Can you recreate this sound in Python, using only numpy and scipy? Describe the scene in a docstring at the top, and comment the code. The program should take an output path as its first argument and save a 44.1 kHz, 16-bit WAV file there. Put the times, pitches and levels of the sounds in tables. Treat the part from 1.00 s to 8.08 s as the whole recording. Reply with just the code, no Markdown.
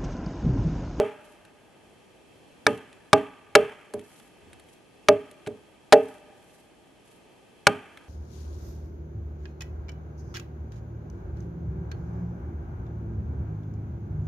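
"""Hard, woody knocks in a forest: a wooden baton drives a heavy knife into a pine pole lying on the ground.
Each blow cracks the fibres, clacks the baton, thumps the soil and rings the pole's paired bending modes;
two light taps aim the blade. The trunks scatter the knocks back over soft wind, bark crackles,
a jacket rustles, and the hard blows overload the input."""
import sys
import numpy as np
from scipy import signal
from scipy.fft import rfft, irfft, next_fast_len
from scipy.io import wavfile

SR = 44100
rng = np.random.default_rng(int(sys.argv[2]) if len(sys.argv) > 2 else 0)


def waveform_to_disk(signal):
    """Save audio, clipped to [-1, 1], as 16-bit WAV at the path in sys.argv[1]."""
    frames = np.transpose(np.atleast_2d(signal))
    scaled = np.clip(frames, -1, 1) * 32767
    samples = np.round(scaled).astype(np.int16)
    wavfile.write(sys.argv[1], SR, samples)


N = 312360
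LEAD = 4410  # samples of pre-roll: the first blow is already ringing as the scene opens

# the microphone's comb-like colouring of wind and echoes: (centre [Hz], width [Hz], gain [dB])
MIC_COLOUR = [(1057, 110, -7), (1260, 42, 2.5), (1370, 110, -9.5), (2430, 80, 2.5), (2647, 29, 8),
              (2860, 120, -4.5), (4030, 59, 6.5), (4340, 45, 7.5)]
# arm movements that rustle the jacket and crackle the bark: (middle [s], level [dB], half length [s])
ARM_MOVES = [(.29, -66.5, 0.062), (1.73, -56.5, .05), (3.14, -61.5, 0.14), (3.72, -64, 0.041),
             (5.07, -62, .12), (5.53, -66.5, .13), (6.11, -65, 0.055)]


def undb(db):
    """Decibels to gain."""
    return 10 ** (np.asarray(db) / 20)


def noise(count, spectrum, tilt_db=0, humps=()):
    """Unit-level noise shaped by (frequency [Hz], level [dB]) points, a tilt per octave and humps."""
    size = next_fast_len(count, True)
    f = np.maximum(np.fft.rfftfreq(size, 1 / SR), 1)
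    hz, db = np.transpose(spectrum)
    shape_db = np.interp(np.log(f), np.log(hz), db) + tilt_db * np.log2(np.maximum(f, hz[1]))
    for centre, width, hump_db in humps:
        shape_db += hump_db * np.exp(-((f - centre) / width) ** 2)
    shaped = irfft(rfft(rng.standard_normal(size)) * undb(shape_db), size)[:count]
    return shaped / shaped.std()


def stereo_noise(count, spectrum, side_db, tilt_db=0, humps=()):
    """Mid/side noise; side_db sets the width."""
    mid, side = (noise(count, spectrum, tilt_db, humps) for _ in range(2))
    return mid + undb(side_db) * side * np.array([[1], [-1]])


def attack(t, rise_s):
    """Exponential rise to full level."""
    return 1 - np.exp(-t / rise_s)


def fade(t, t60):
    """Exponential decay, 60 dB down after t60 seconds."""
    return np.exp(-np.log(1000) * t / t60)


def ring(t, hz, t60):
    """One struck mode."""
    return np.sin(2 * np.pi * hz * t) * fade(t, t60)


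def swells(t, rows):
    """A smooth rise and fall of gain for each (middle [s], level [dB], half length [s])."""
    return sum(undb(db) * np.exp(-((t - s) / half_s) ** 2) for s, db, half_s in rows)


def wander(t, points):
    """A control curve gliding between evenly spaced random values."""
    return np.interp(t, np.linspace(0, t[-1], points), rng.standard_normal(points))


def add(out, s, sound):
    """Mix a sound in at scene time s, on a track that has the pre-roll."""
    start = max(LEAD + int(s * SR), 0)
    part = sound[..., :max(out.shape[1] - start, 0)]
    out[:, start:start + part.shape[-1]] += part


def wind(t, level_db=-57, swell_db=1):
    """A soft bed of wind in the crowns, slowly breathing."""
    # wind spectrum: (frequency [Hz], level [dB])
    spectrum = [(20, -26), (50, -7.5), (100, -5.5), (220, -3), (380, -1.5), (600, -7), (850, -8),
                (1200, -11), (2000, -18), (3200, -14.5), (3800, -26.5), (5000, -26.5), (11500, -30)]
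    air = stereo_noise(len(t), spectrum, side_db=-4, humps=MIC_COLOUR)
    return air * undb(level_db + swell_db * wander(t, points=25))


def jacket(t, rest_db=-74.5, flutter_db=3):
    """The sleeve's fluttering rustle swells with each arm movement."""
    # rubbing cloth: (frequency [Hz], level [dB])
    spectrum = [(800, -22), (2500, -6.5), (5000, -6.5), (10000, -3), (12000, 0.5)]
    rustle = stereo_noise(len(t), spectrum, side_db=1)
    movement = undb(rest_db) + swells(t, ARM_MOVES)
    return rustle * movement * undb(flutter_db * wander(t, points=900))


def boots(t):
    """Boots shift on the soil with a low, muffled scuff."""
    # shift of the feet: (middle [s], level [dB], half length [s])
    shifts = [(3.512, -60.5, 0.099)]
    spectrum = [(30, -13), (80, 8), (160, -19), (500, -37)]  # (frequency [Hz], level [dB])
    return stereo_noise(len(t), spectrum, side_db=-2, tilt_db=-1) * swells(t, shifts)


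def trunk_echo(near_t60=0.51, far_t60=4.1, far_db=-24, clump_db=2):
    """Trunks scatter a knock back in uneven clumps: near ones strongly, far ones in a faint tail."""
    # tone of the echo: (frequency [Hz], level [dB])
    spectrum = [(100, -13), (450, -16.5), (800, -6.5), (1250, -4), (2000, -10.5), (3200, -11.5),
                (3900, -33), (6000, -32.5), (11000, -34)]
    t = np.arange(SR * 3 // 2) / SR
    clumps = np.interp(t, t[::256], rng.standard_normal(len(t[::256])))
    envelope = (fade(t, near_t60) + undb(far_db) * fade(t, far_t60)) * attack(t, 0.0025)
    scatter = stereo_noise(len(t), spectrum, side_db=-10.5, humps=MIC_COLOUR)
    return scatter * envelope * undb(clump_db * clumps)


def forest_reverb(x, wet_db=-32):
    """The close sounds linger faintly among the trees."""
    echo = trunk_echo()
    impulse = undb(wet_db) * echo / np.linalg.norm(echo[0])
    return signal.oaconvolve(x.mean(axis=0)[None], impulse, axes=1)[:, :x.shape[1]]


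def early_reflections(x, side_db=-17, t60=0.029):
    """Logs and ground close by reflect differently to left and right, widening the image."""
    t = np.arange(SR // 32) / SR
    scatter = rng.standard_normal(len(t)) * fade(t, t60)
    side = signal.fftconvolve(x.mean(axis=0), scatter / np.linalg.norm(scatter))[:x.shape[1]]
    return undb(side_db) * side * np.array([[1], [-1]])


def bark_snaps(above_move_db=9, spread_db=4.5, per_move=4):
    """Short, dry snaps of bark and splinters: a few clear ones, and faint ones in each arm movement."""
    # snapping bark: (frequency [Hz], level [dB])
    spectrum = [(300, -33), (900, -18), (1500, 2), (3500, 3), (5000, -9.5), (9000, -2), (12000, -6)]
    # clear snaps under the blade: (time [s], level [dB], brightness [dB per octave])
    clear = [(0.45, -45.5, -2), (1.928, -45.5, -2.5), (2.937, -32, 4), (2.993, -43.5, 0),
             (3.198, -44.5, -1.5), (3.5306, -42.5, -0.5), (3.597, -45, 2), (4.312, -42, 1.5),
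             (4.463, -35.5, -7.5), (4.4725, -33.5, -3), (6.9726, -36.5, -6.5)]
    out, t = np.zeros((2, N + LEAD)), np.arange(SR // 4) / SR
    faint = []
    for middle_s, move_db, half_s in ARM_MOVES:
        for when, size in rng.uniform(-1, 1, (per_move, 2)):
            faint.append((middle_s + half_s * when, move_db + above_move_db + spread_db * size, 0))
    for s, db, bright_db in clear + faint:
        burst = stereo_noise(len(t), spectrum, side_db=-11.5, tilt_db=bright_db)
        add(out, s, undb(db) * burst * fade(t, t60=0.024) * attack(t, 0.0005))
    return out


def soil_thump(t):
    """The soil shudders under the pole."""
    # dull thud of earth: (frequency [Hz], level [dB])
    spectrum = [(30, -32.5), (60, -19.5), (95, 5), (150, -3), (205, 6.5), (400, -3.5), (700, -10.5),
                (1200, -22.5), (3000, -60)]
    return stereo_noise(len(t), spectrum, side_db=-15) * fade(t, t60=0.31) * attack(t, 0.00067)


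def fibre_crack(t, length_s, splinter_db=-24):
    """Fibres tear while the blade jumps forward and stop when it jams; a few splinters follow."""
    # tearing wood: (frequency [Hz], level [dB])
    spectrum = [(150, -15), (600, -3), (1500, 2.5), (2500, -3), (4300, -3.5), (6500, -11.5), (9000, -15.5),
                (11500, -20)]
    tearing = np.exp(-(t / length_s) ** 2)
    splinters = undb(splinter_db) * fade(t, t60=0.017)
    return stereo_noise(len(t), spectrum, side_db=-15) * (tearing + splinters) * attack(t, 0.0003)


def baton_clack(t, clack_hz, decay_cycles=36, detune=0.008):
    """A dead clack, pitched by where the baton meets the knife's spine; a lower one lasts longer."""
    # hand-damped baton and wedged blade: (frequency [Hz], t60 [s], level [dB])
    modes = [(570, 0.067, -12.5), (806, 0.089, -14.5), (977, 0.038, -10), (1235.5, 0.051, -12),
             (1623, 0.039, -11.5), (2281, 0.026, -8), (1235, 0.23, -30), (2697, 0.27, -36.5),
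             (3170, .25, -42), (4380, 0.22, -52.5)]
    tuning = 1 + detune * rng.standard_normal(len(modes))
    body = sum((-1) ** k * undb(db) * ring(t, hz * tuning[k], t60)
               for k, (hz, t60, db) in enumerate(modes))
    clack = ring(t, clack_hz, decay_cycles / clack_hz)
    return (body - clack) * attack(t, 0.00086)


def pole_ring(t, colour, angle_deg, colour_hz=400, power_floor=0.03, swell_cycles=0.95, detune=0.0006):
    """The pole rings: colour sets its loudest pitches, the blade angle shares the force in each pair."""
    # bending modes, paired because the pole is not round: (frequency [Hz], t60 [s], level [dB])
    modes = [(264.7, 0.48, -22), (286.2, 0.27, -19), (413.9, .25, 0.5), (446.7, .27, -9),
             (592.4, .17, -1.5), (636.4, .17, -9.5), (795, 0.14, -11.5), (836, .14, -15)]
    tuning = 1 + detune * rng.standard_normal(len(modes))
    angle = np.radians(angle_deg)
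    planes = np.cos(angle), -np.sin(angle)  # partners start opposed, then beat
    out = 0
    for k, (hz, t60, db) in enumerate(modes):
        emphasis = np.cos(2 * np.pi * colour * np.sqrt(hz / colour_hz)) ** 2
        drive = planes[k % 2] * np.sqrt(power_floor + emphasis)
        swell = attack(t, swell_cycles / hz)  # bending waves take a few cycles to fill the pole
        out = out + drive * undb(db) * ring(t, hz * tuning[k], t60) * swell
    return out


def knocks(crack_db=-6, soil_db=-26.5, echo_db=-36, left_db=1.7):
    """Each blow layers soil, thud, baton, crack, pole and echo; the blade sits a little to the left."""
    # blows and aiming taps: (time [s], force [dB], pole ring [dB], ring colour [unitless],
    # blade angle [degrees], clack pitch [Hz], crack length [s], overload thud [dB])
    blows = [(-.045, 0.5, 8, 0.3, 56, 1330, 0.0038, -26),
             (1.6663, -3, -6.5, 1.778, 60, 1754, 0.0039, -19.5),
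             (2.1301, -1, 1.2, 3.088, 72, 1180, .0053, -5),
             (2.5520, 2.5, -1.5, 0.88, 59, 1709, 0.006, -21.5),
             (2.937, -34.5, -24, 0.935, 38, 804, 0.0026, -32),
             (4.0852, -5.5, 1, 1.622, 59, 1220, 0.0051, -16),
             (4.4699, -34.5, -22, 0.54, 59, 790, 0.0041, -26.5),
             (4.9234, -3.5, 8.5, 2.722, 41.3, 775, .011, -11),
             (6.6685, 0, -11, 3.11, 44, 1435, 0.0055, -11)]
    soil_growth, echo_growth = 0.26, 0.93  # dB per dB of force
    jam_share = 0.3  # the pole takes the blow when the blade jams, this far into the crack
    out, t = np.zeros((2, N + LEAD)), np.arange(SR // 2) / SR
    pan = undb(np.array([[left_db], [-left_db]]) / 2)
    for s, force_db, ring_db, colour, angle_deg, clack_hz, crack_s, thud_db in blows:
        thump = undb(soil_db + soil_growth * force_db) * soil_thump(t)
        thud = undb(thud_db) * ring(t, hz=175, t60=0.018)  # a short low thud with every blow and tap, as of an overloaded input
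        blade = undb(force_db) * (baton_clack(t, clack_hz) + undb(crack_db) * fibre_crack(t, crack_s))
        add(out, s, thump + thud + pan * blade)
        add(out, s + jam_share * crack_s, undb(ring_db) * pole_ring(t, colour, angle_deg))
        add(out, s, undb(echo_db + echo_growth * force_db) * trunk_echo())
    return out


def scene(low_cut_hz=75):
    """The woodwork in front, the forest all around; a thin pole radiates little deep bass."""
    t = np.arange(N) / SR
    low_cut = signal.butter(2, low_cut_hz, "high", fs=SR, output="sos")
    work = signal.sosfilt(low_cut, knocks() + bark_snaps())
    in_forest = work + early_reflections(work) + forest_reverb(work)
    return in_forest[:, LEAD:] + wind(t) + jacket(t) + boots(t)


def record(dry, ceiling=0.94, band_hz=11750, top_hz=15500):
    """The input flattens the hardest peaks and loses the top; overshoots are clipped, then smoothed."""
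    squashed = dry / (1 + (dry / ceiling) ** 4) ** (1 / 4)
    darkened = signal.sosfilt(signal.ellip(10, 0.2, 60, band_hz, fs=SR, output="sos"), squashed)
    clipped = np.clip(darkened, -1, 1)
    return signal.sosfilt(signal.ellip(8, 0.2, 60, top_hz, fs=SR, output="sos"), clipped)


dry = scene()
out = record(dry)
waveform_to_disk(out)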